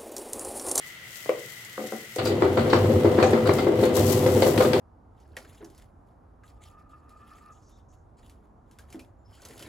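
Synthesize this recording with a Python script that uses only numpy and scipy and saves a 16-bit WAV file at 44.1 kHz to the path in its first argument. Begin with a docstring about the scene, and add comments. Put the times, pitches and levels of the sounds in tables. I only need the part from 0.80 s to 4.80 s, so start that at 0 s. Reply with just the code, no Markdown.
"""A belt-driven meat grinder

A dish knocks on a wooden table, a switch clicks and the motor starts. It hums and forces the table
into vibration, while the loose pulley and auger clank irregularly, now and then exciting the modes
of the steel. A plastic glove crinkles, faintly at first and then close by, over a faint hiss with a
narrow band near 2 kHz."""
import sys
import numpy as np
from scipy import signal
from scipy.fft import rfft, irfft, next_fast_len
from scipy.io import wavfile
from scipy.ndimage import map_coordinates

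SR = 44100
rng = np.random.default_rng(int(sys.argv[2]) if len(sys.argv) > 2 else 0)


def master_out(mix):
    """Clip the mix to full scale and print it as 16-bit PCM to the path in sys.argv[1]."""
    frames = np.transpose(np.atleast_2d(mix))
    ceiling = np.clip(frames, -1, 1)
    pcm = np.round(ceiling * 32767).astype(np.int16)
    wavfile.write(sys.argv[1], SR, pcm)


N = 176400

# Spectra of the noises. Each row: frequency in Hz, relative level in dB.
HISS_SPECTRUM = [(25, -27), (91, -13.5), (122, -1), (152, -8), (260, -17), (552, -16.5), (1050, -21),
                 (1410, -11.5), (1570, -15.5), (2120, -15), (2490, -15.5), (3170, -10), (3600, -17.5),
                 (5730, -23), (7500, -22.5), (9050, -27), (15500, -29.5)]
FILM_SPECTRUM = [(800, -36), (2500, -1.5), (4500, 2), (7800, 4), (9500, -1), (12500, 4), (15500, -0.5)]
TICK_SPECTRUM = [(100, -43), (500, -13), (3000, -2), (7000, 5.5), (15000, -2.5)]
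DISH_CLICK_SPECTRUM = [(100, -50), (300, -4), (500, 2.5), (1200, -3), (1700, -10), (2300, -5), (2700, -15),
                       (3200, -25), (8000, -32)]
BUMP_CLICK_SPECTRUM = [(100, -40), (300, -13), (700, -6), (1400, 5), (1900, -11), (4000, -45)]
RUMBLE_SPECTRUM = [(25, -50), (45, -48), (57, -16), (66, -27), (80, -9.5), (98, 1.5), (118, -9.5),
                   (140, -4.5), (170, -12), (210, -9.5), (300, -6.5), (600, -56.5)]
GRIND_SPECTRUM = [(60, -34), (300, -1), (600, 7.5), (1000, -2), (1500, -11.5), (2200, -17.5), (3000, -13),
                  (5000, -24.5), (9000, -55), (15000, -64)]
CLATTER_SPECTRUM = [(80, -55), (300, -15), (600, 3.5), (780, 1.5), (950, -1.5), (1400, -3), (1750, -9.5),
                    (2200, -10.5), (3000, -29.5), (5000, -28), (12000, -59)]
SCRAPE_SPECTRUM = [(1200, -6), (2500, 2.5), (4500, 4), (5300, -14.5), (6000, -18), (8000, -7), (10000, -37),
                   (15000, -43)]
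SNAP_SPECTRUM = [(150, -36), (900, 3), (1900, 3.5), (3000, -1.5), (4700, -0.5), (6500, -17), (9000, -11),
                 (15000, -26)]

# Envelopes of the glove and the running machine. Each row: time in seconds, relative level in dB.
GLOVE_FAR = [(0.0, -67.5), (0.076, -49.5), (0.18, -67), (0.366, -48.5), (0.548, -54.5), (0.716, -50.5),
             (0.898, -55.5), (1.1, -50), (1.282, -54), (1.368, -50), (1.42, -58), (1.454, -44),
             (1.498, -48), (1.55, -69)]
GLOVE_NEAR = [(1.6, -58), (1.9, -54), (2.1, -49.5), (2.3, -54), (2.7, -54.5), (2.76, -44), (2.94, -63.5),
              (3.03, -42), (3.125, -60), (3.155, -33.5), (3.23, -38.5), (3.32, -31), (3.41, -40.5),
              (3.57, -39.5), (3.68, -33.5), (3.75, -43.5), (3.83, -34.5), (3.91, -45), (4, -46)]
MOTOR_LEVEL = [(1.36, -66), (1.39, -9), (1.45, -5), (1.52, -2), (1.72, -1), (2.0, 0.5), (2.45, 0.5),
               (2.95, -2), (3.3, 2.5), (3.7, 0), (4, 1.5)]

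# Ticks of switch and glove; snaps in the barrel. Each row: start in seconds, level in dB.
TICKS = [(0.357, -39), (0.593, -39.5), (0.848, -39), (1.069, -34.5), (1.359, -31.5), (2.507, -36),
         (2.671, -35), (2.735, -30), (3.033, -42), (3.053, -32.5), (3.09, -43)]
SNAPS = [(1.385, -31), (2.426, -25.5), (3.462, -27), (3.621, -21), (3.777, -21), (3.932, -20)]
# Blows on the table top. Each row: start in seconds, ring level in dB, click level in dB.
DISH_KNOCKS = [(.459, -56, -30), (.4925, -7.5, -17), (.553, -38, -38), (1.363, -19, -35.5)]
BUMPS = [(.979, -24.5, -32), (.994, -28.5, -36), (1.012, -30.5, -51), (1.039, -28, -48),
         (1.122, -23.5, -34), (1.131, -26.5, -36)]
# Impacts of pulley and auger. Each row: start in seconds, relative levels of clatter, thud and
# scrape in dB, favoured thud frequency in Hz.
CLANKS = [(1.383, -20, -28.5, -34.5, 410), (1.456, -21, -23, -32, 433), (1.503, -31.5, -20.5, -43, 352),
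          (1.621, -15.5, -15.5, -40.5, 357), (1.655, -22, -20, -54, 347), (1.701, -36, -30, -58, 440),
          (1.771, -12.5, -16.5, -33, 430), (1.859, -24, -20, -49, 393), (1.899, -22.5, -29, -33.5, 450),
          (1.929, -11, -14, -31, 424), (1.969, -21.5, -25, -39, 440), (2.039, -21, -20, -43, 333),
          (2.099, -24.5, -15, -43, 456), (2.157, -27, -19.5, -53, 390), (2.246, -18, -12, -45, 374),
          (2.38, -15.5, -12, -43, 340), (2.399, -18, -16.5, -38, 410), (2.426, -10, -15.5, -32, 476),
          (2.442, -35, -20.5, -43, 433), (2.531, -15.5, -15, -39, 400), (2.572, -24.5, -22.5, -49, 476),
          (2.66, -22, -21, -37, 426), (2.69, -16, -14, -48, 391), (2.784, -21.5, -40, -35.5, 397),
          (2.867, -20.5, -13.5, -50, 420), (2.912, -21.5, -23, -53, 405), (2.989, -28, -20.5, -43, 424),
          (3.028, -18.5, -13.5, -33, 420), (3.067, -27, -24, -57, 370), (3.169, -21, -17, -37, 390),
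          (3.462, -19, -17.5, -48, 490), (3.564, -23, -18, -49, 424), (3.622, -18, -13.5, -31.5, 490),
          (3.665, -19.5, -14, -50, 447), (3.779, -19.5, -17, -44, 430), (3.804, -12.5, -14.5, -32.5, 467),
          (3.849, -21, -19, -38, 405), (3.932, -20, -21.5, -33, 390)]
# Hard steel contacts. Each row: start in seconds, level in dB, favoured frequency in Hz.
CHINKS = [(1.451, -31, 4730), (1.461, -40, 7000), (1.772, -28, 1400), (1.899, -34, 5130),
          (1.931, -34, 5370), (2.427, -27.5, 2450), (2.431, -29, 6400), (2.436, -18, 781),
          (2.657, -34, 4400), (2.657, -27, 1350), (2.69, -41, 4100), (2.78, -33.5, 4600),
          (2.785, -24, 1250), (2.787, -30, 2130)]

# Modes of struck bodies. Each row: frequency in Hz, relative level in dB, 60 dB decay time in seconds.
DISH_MODES = [(349, -16, 0.077), (440, -6, 0.051), (486, 0, 0.047), (694, -14, 0.042)]
BOARD_MODES = [(221.5, -12, 0.17), (298, -10, 0.15), (382.6, -5.5, 0.18), (443, -2, 0.069),
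               (501, 0.5, 0.074), (740, -6, 0.047)]
STEEL_MODES = [(776, 2.5, 0.099), (1144, 1, 0.089), (1360, 3.5, 0.073), (2092, 2, 0.077), (2428, -2, 0.071),
               (3970, -7, 0.4), (4170, -5, .18), (4570, -3.5, 0.19), (4810, -6, 0.21), (5001, -7, 0.29),
               (5570, -7, 0.24), (5800, -6.5, .22), (6514, -6, 0.22), (6850, -4, 0.27), (7950, 0, .22)]
# Resonances driven by the machine. Each row: frequency in Hz, bandwidth in Hz, relative level in dB.
MOUNT_RESONANCES = [(102.4, 23, -33.5), (228.9, 9.7, -34.5)]
TABLE_RESONANCES = [(242.3, 2.1, 8), (344, 8.3, -22), (356, 7.2, 6.5), (382.9, 12.6, 7.5),
                    (432.5, 2.7, 2.5), (479.7, 3.5, 3.5), (512, 4.4, 6.5), (535, 10, -34), (630, 10, -31),
                    (753, 6.7, -47)]

# Reverberation of the room. Each row: frequency in Hz, 60 dB decay time in seconds.
ROOM_DECAY = [(150, 0.58), (500, 0.31), (2000, 0.27), (10000, 0.076)]
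# Likeness of left and right. Each row: frequency in Hz, correlation from 0 to 1.
COHERENCE = [(60, 1), (130, .98), (290, 0.97), (640, 0.63), (1400, 0.24), (3000, 0.046), (15000, 0)]
# Balance of the whole scene. Each row: frequency in Hz, left over right in dB.
SCENE_BALANCE = [(100, -0.5), (200, 2), (400, 2.5), (1300, 2.1), (2400, 2.5), (4400, 2.5), (15000, -1.5)]
# Added balance of the glove. Each row: time in seconds, left over right in dB.
GLOVE_BALANCE = [(2.9, 14), (3.3, 9.5), (4, 6.5)]
# Share of a balance taken by each channel. Each row: one factor, left then right.
SIDES = np.array([[.5], [-.5]])


def amp(db):
    """Amplitude grows tenfold for every 20 dB."""
    return 10 ** (np.asarray(db) / 20)


def unit(x):
    """Normalisation to an rms of 1."""
    return x / np.sqrt(np.mean(x ** 2) + 1e-20)


def along(points, hz):
    """Interpolation on a logarithmic frequency axis."""
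    f, values = np.transpose(points)
    return np.interp(np.log(hz + 1), np.log(f + 1), values)


def curve(rows):
    """Linear interpolation in time, one value per sample."""
    return np.interp(np.arange(N) / SR, *np.transpose(rows))


def wobble(rate):
    """Random modulation: a spline through `rate` knots a second."""
    return map_coordinates(rng.standard_normal(4000), [np.arange(N) * rate / SR], mode="wrap")


def filtered(x, response):
    """Linear filtering multiplies the spectrum by a frequency response."""
    size = next_fast_len(N + SR // 2)
    return irfft(rfft(x, size) * response(np.fft.rfftfreq(size, 1 / SR)), size)[..., :N]


def resonate(x, modes):
    """Forced vibration: the responses of second-order resonators add."""
    return filtered(x, lambda f: sum(amp(db) * 1j * f * width / (hz * hz - f * f + 1j * f * width)
                                     for hz, width, db in modes))


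def relax(x, seconds):
    """Exponential relaxation: a first-order lag with the given time constant."""
    pole = np.exp(-1 / (seconds * SR))
    return signal.lfilter([1 - pole], [1, -pole], x)


def high_passed(x):
    """A fourth-order high-pass filter removes the deep bass below about 185 Hz."""
    return signal.sosfilt(signal.butter(4, 185, "high", fs=SR, output="sos"), x)


def spread(pair):
    """Partial coherence: two signals mix to a left and right alike in the bass, unrelated in the treble."""
    def weights(hz):
        angle = np.arccos(np.clip(along(COHERENCE, hz), -1, 1)) / 2
        return np.array([np.cos(angle), np.sin(angle)])
    mid, side = filtered(pair, weights)
    return np.array([mid + side, mid - side])


def noise(spectrum):
    """Spectral shaping colours white noise; the result is stereo, of rms 1."""
    white = rng.standard_normal((2, N))
    return unit(spread(filtered(white, lambda hz: amp(along(spectrum, hz)))))


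def fades(times, levels_db, t60, rise_samples=36):
    """Incoherent blows add in power, each decaying exponentially; returns their amplitude envelope."""
    power, t = np.zeros(N + SR), np.arange(SR) / SR
    for start, db in zip(times, levels_db):
        power[round(start * SR):][:SR] += amp(db - 60 * t / t60) ** 2
    return signal.lfilter(np.ones(rise_samples) / rise_samples, [1], np.sqrt(power[:N]))


def rings(times, levels_db, modes, vary_db, detune, rise_s):
    """Free vibration: each blow starts damped sinusoids, slightly scattered in level and pitch."""
    out, t = np.zeros(N + SR), np.arange(SR // 3) / SR
    for start, db in zip(times, levels_db):
        for hz, mode_db, t60 in modes:
            level_draw, pitch_draw = rng.standard_normal(2)
            tone = np.sin(2 * np.pi * hz * (1 + detune * pitch_draw) * t)
            attack = 1 - np.exp(-t / rise_s)
            decay = amp(db + mode_db + vary_db * level_draw - 60 * t / t60)
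            out[round(start * SR):][:len(t)] += attack * decay * tone
    return out[:N]


def favour(modes, centre_hz, db_per_octave):
    """Selective excitation: where a blow lands decides which modes ring most."""
    return [(hz, db - db_per_octave * abs(np.log2(hz / centre_hz)), t60) for hz, db, t60 in modes]


def contacts(per_second, scatter_db):
    """Random contacts form a Poisson process; returns two impulse trains of uneven force."""
    occurs = rng.random((2, N)) < per_second / SR
    force = amp(scatter_db * np.clip(rng.standard_normal((2, N)), -2, 2))
    return occurs * force * rng.choice([-1, 1], (2, N))


def background():
    """Broadband hiss, with a narrow band of noise selected by two resonators in cascade."""
    resonance = [(2000, 222, 0)]
    band = unit(resonate(resonate(rng.standard_normal((2, N)), resonance), resonance))
    hiss = amp(-47.5 + 0.11 * wobble(12.1)) * noise(HISS_SPECTRUM)
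    return hiss + amp(-47 + 0.3 * wobble(23)) * band


def glove():
    """Plastic film on the left: crinkling and sharper crackles add in power to modulate a noise."""
    crinkle = unit(amp(2.3 * wobble(700) + 0.21 * wobble(79)))
    fold_power = contacts(per_second=90, scatter_db=5)[0] ** 2
    crackle = amp(-7.5) * unit(np.sqrt(relax(fold_power, seconds=0.0012)))
    level_db = curve(list(GLOVE_FAR) + list(GLOVE_NEAR)) + curve(GLOVE_BALANCE) * SIDES
    return amp(level_db) * np.hypot(crinkle, crackle) * noise(FILM_SPECTRUM)


def ticks():
    """The switch and the glove give transients: bright noise that decays quickly."""
    return noise(TICK_SPECTRUM) * fades(*np.transpose(TICKS), t60=0.039)


def knocks(blows, modes, click_spectrum):
    """Impact excitation: a contact clicks and leaves the dish or the table top ringing in its modes."""
    starts, ring_db, click_db = np.transpose(blows)
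    body = rings(starts, ring_db, modes, vary_db=.5, detune=.01, rise_s=0.0015)
    click = noise(click_spectrum) * fades(starts, click_db, t60=0.022)
    return high_passed(body + click)


def motor(hum_hz=100.15):
    """Forced vibration: mains hum, a belt that drives the mounting, loose parts that rattle and grind."""
    phase = 2 * np.pi * np.cumsum(hum_hz * (1 + 0.0022 * wobble(12))) / SR
    hum = sum(amp(db + 1.54 * wobble(7.4)) * np.sin(harmonic * phase)
              for harmonic, db in [(1, -40.5), (4, -31.5), (5, -27)])
    slaps = contacts(per_second=60, scatter_db=4)[0]
    boom = sum(amp(db) * unit(resonate(resonate(slaps, [(hz, width, 0)]), [(hz, hz / 2, 0)]))
               for hz, width, db in MOUNT_RESONANCES)
    rumble = amp(-27.5) * noise(RUMBLE_SPECTRUM) + boom
    # The same contacts rattle the table and modulate the grinding in the barrel.
    hits = contacts(per_second=170, scatter_db=1)
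    rattle = amp(-28.5) * unit(spread(high_passed(resonate(hits, TABLE_RESONANCES))))
    grit = unit(np.sqrt(relax(hits[0] ** 2, seconds=0.036)))
    grind = amp(-32.5) * noise(GRIND_SPECTRUM) * unit(grit + .5)
    return amp(curve(MOTOR_LEVEL)) * (hum + rumble + rattle + grind)


def clanks(thud_t60=0.12):
    """Impacts of pulley and auger excite the table's modes, clatter in the housing and scrape."""
    starts, clatter_db, thud_db, scrape_db, thud_hz = np.transpose(CLANKS)
    damped = [(hz, db, thud_t60) for hz, _, db in TABLE_RESONANCES]
    thud = np.zeros(N)
    for start, db, hz in zip(starts, thud_db, thud_hz):
        modes = favour(damped, hz, db_per_octave=22)
        thud += rings([start], [db - 2.5], modes, vary_db=0, detune=0.027, rise_s=0.0019)
    swell = relax(fades(starts, clatter_db - 5.5, t60=0.12), seconds=0.0011)
    scrape = noise(SCRAPE_SPECTRUM) * fades(starts, scrape_db - 0.5, t60=0.22)
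    roughness = unit(amp(3.2 * wobble(260)))
    clatter = noise(CLATTER_SPECTRUM) * swell
    return high_passed(thud) + roughness * (clatter + scrape)


def steel(rasp_share=0.35):
    """Hard contacts excite the steel's modes, with amplitude modulation as a rasp; others only snap."""
    out = noise(SNAP_SPECTRUM) * fades(*np.transpose(SNAPS), t60=0.036)
    rasp = np.sqrt(1 - rasp_share) + np.sqrt(rasp_share) * np.array([wobble(170), wobble(170)])
    for start, db, hz in CHINKS:
        modes = favour(STEEL_MODES, hz, db_per_octave=44)
        for side in range(2):
            ring = rings([start], [db], modes, vary_db=1.5, detune=0.0025, rise_s=0.00023)
            out[side] += rasp[side] * ring
    return out


def room(x, delay_samples=300):
    """Reverberation: convolution with a noise tail in which each frequency decays at its own rate."""
    hz, t, spectra = signal.stft(rng.standard_normal((2, SR // 2)), SR, nperseg=256)
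    decay = amp(-60 * t / along(ROOM_DECAY, hz)[:, None])
    tail = signal.istft(spectra * decay, SR, nperseg=256)[1]
    delayed = np.pad(x, ((0, 0), (delay_samples, 0)))
    return spread(signal.fftconvolve(delayed, tail / np.linalg.norm(tail[0]), axes=1)[:, :N])


def scene():
    """Superposition: the sources add, only the impacts reverberate, and the sum leans to the left."""
    impacts = ticks()
    impacts += knocks(DISH_KNOCKS, DISH_MODES, DISH_CLICK_SPECTRUM)
    impacts += knocks(BUMPS, BOARD_MODES, BUMP_CLICK_SPECTRUM)
    impacts += clanks() + steel()
    mix = impacts + amp(-6.5) * room(impacts) + motor() + glove() + background()
    return filtered(mix, lambda hz: amp(along(SCENE_BALANCE, hz) * SIDES))


def record(dry):
    """Band limiting: an ideal low-pass filter passes nothing above 15.9 kHz."""
    return filtered(dry, lambda hz: hz < 15900)


dry = scene()
out = record(dry)
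master_out(out)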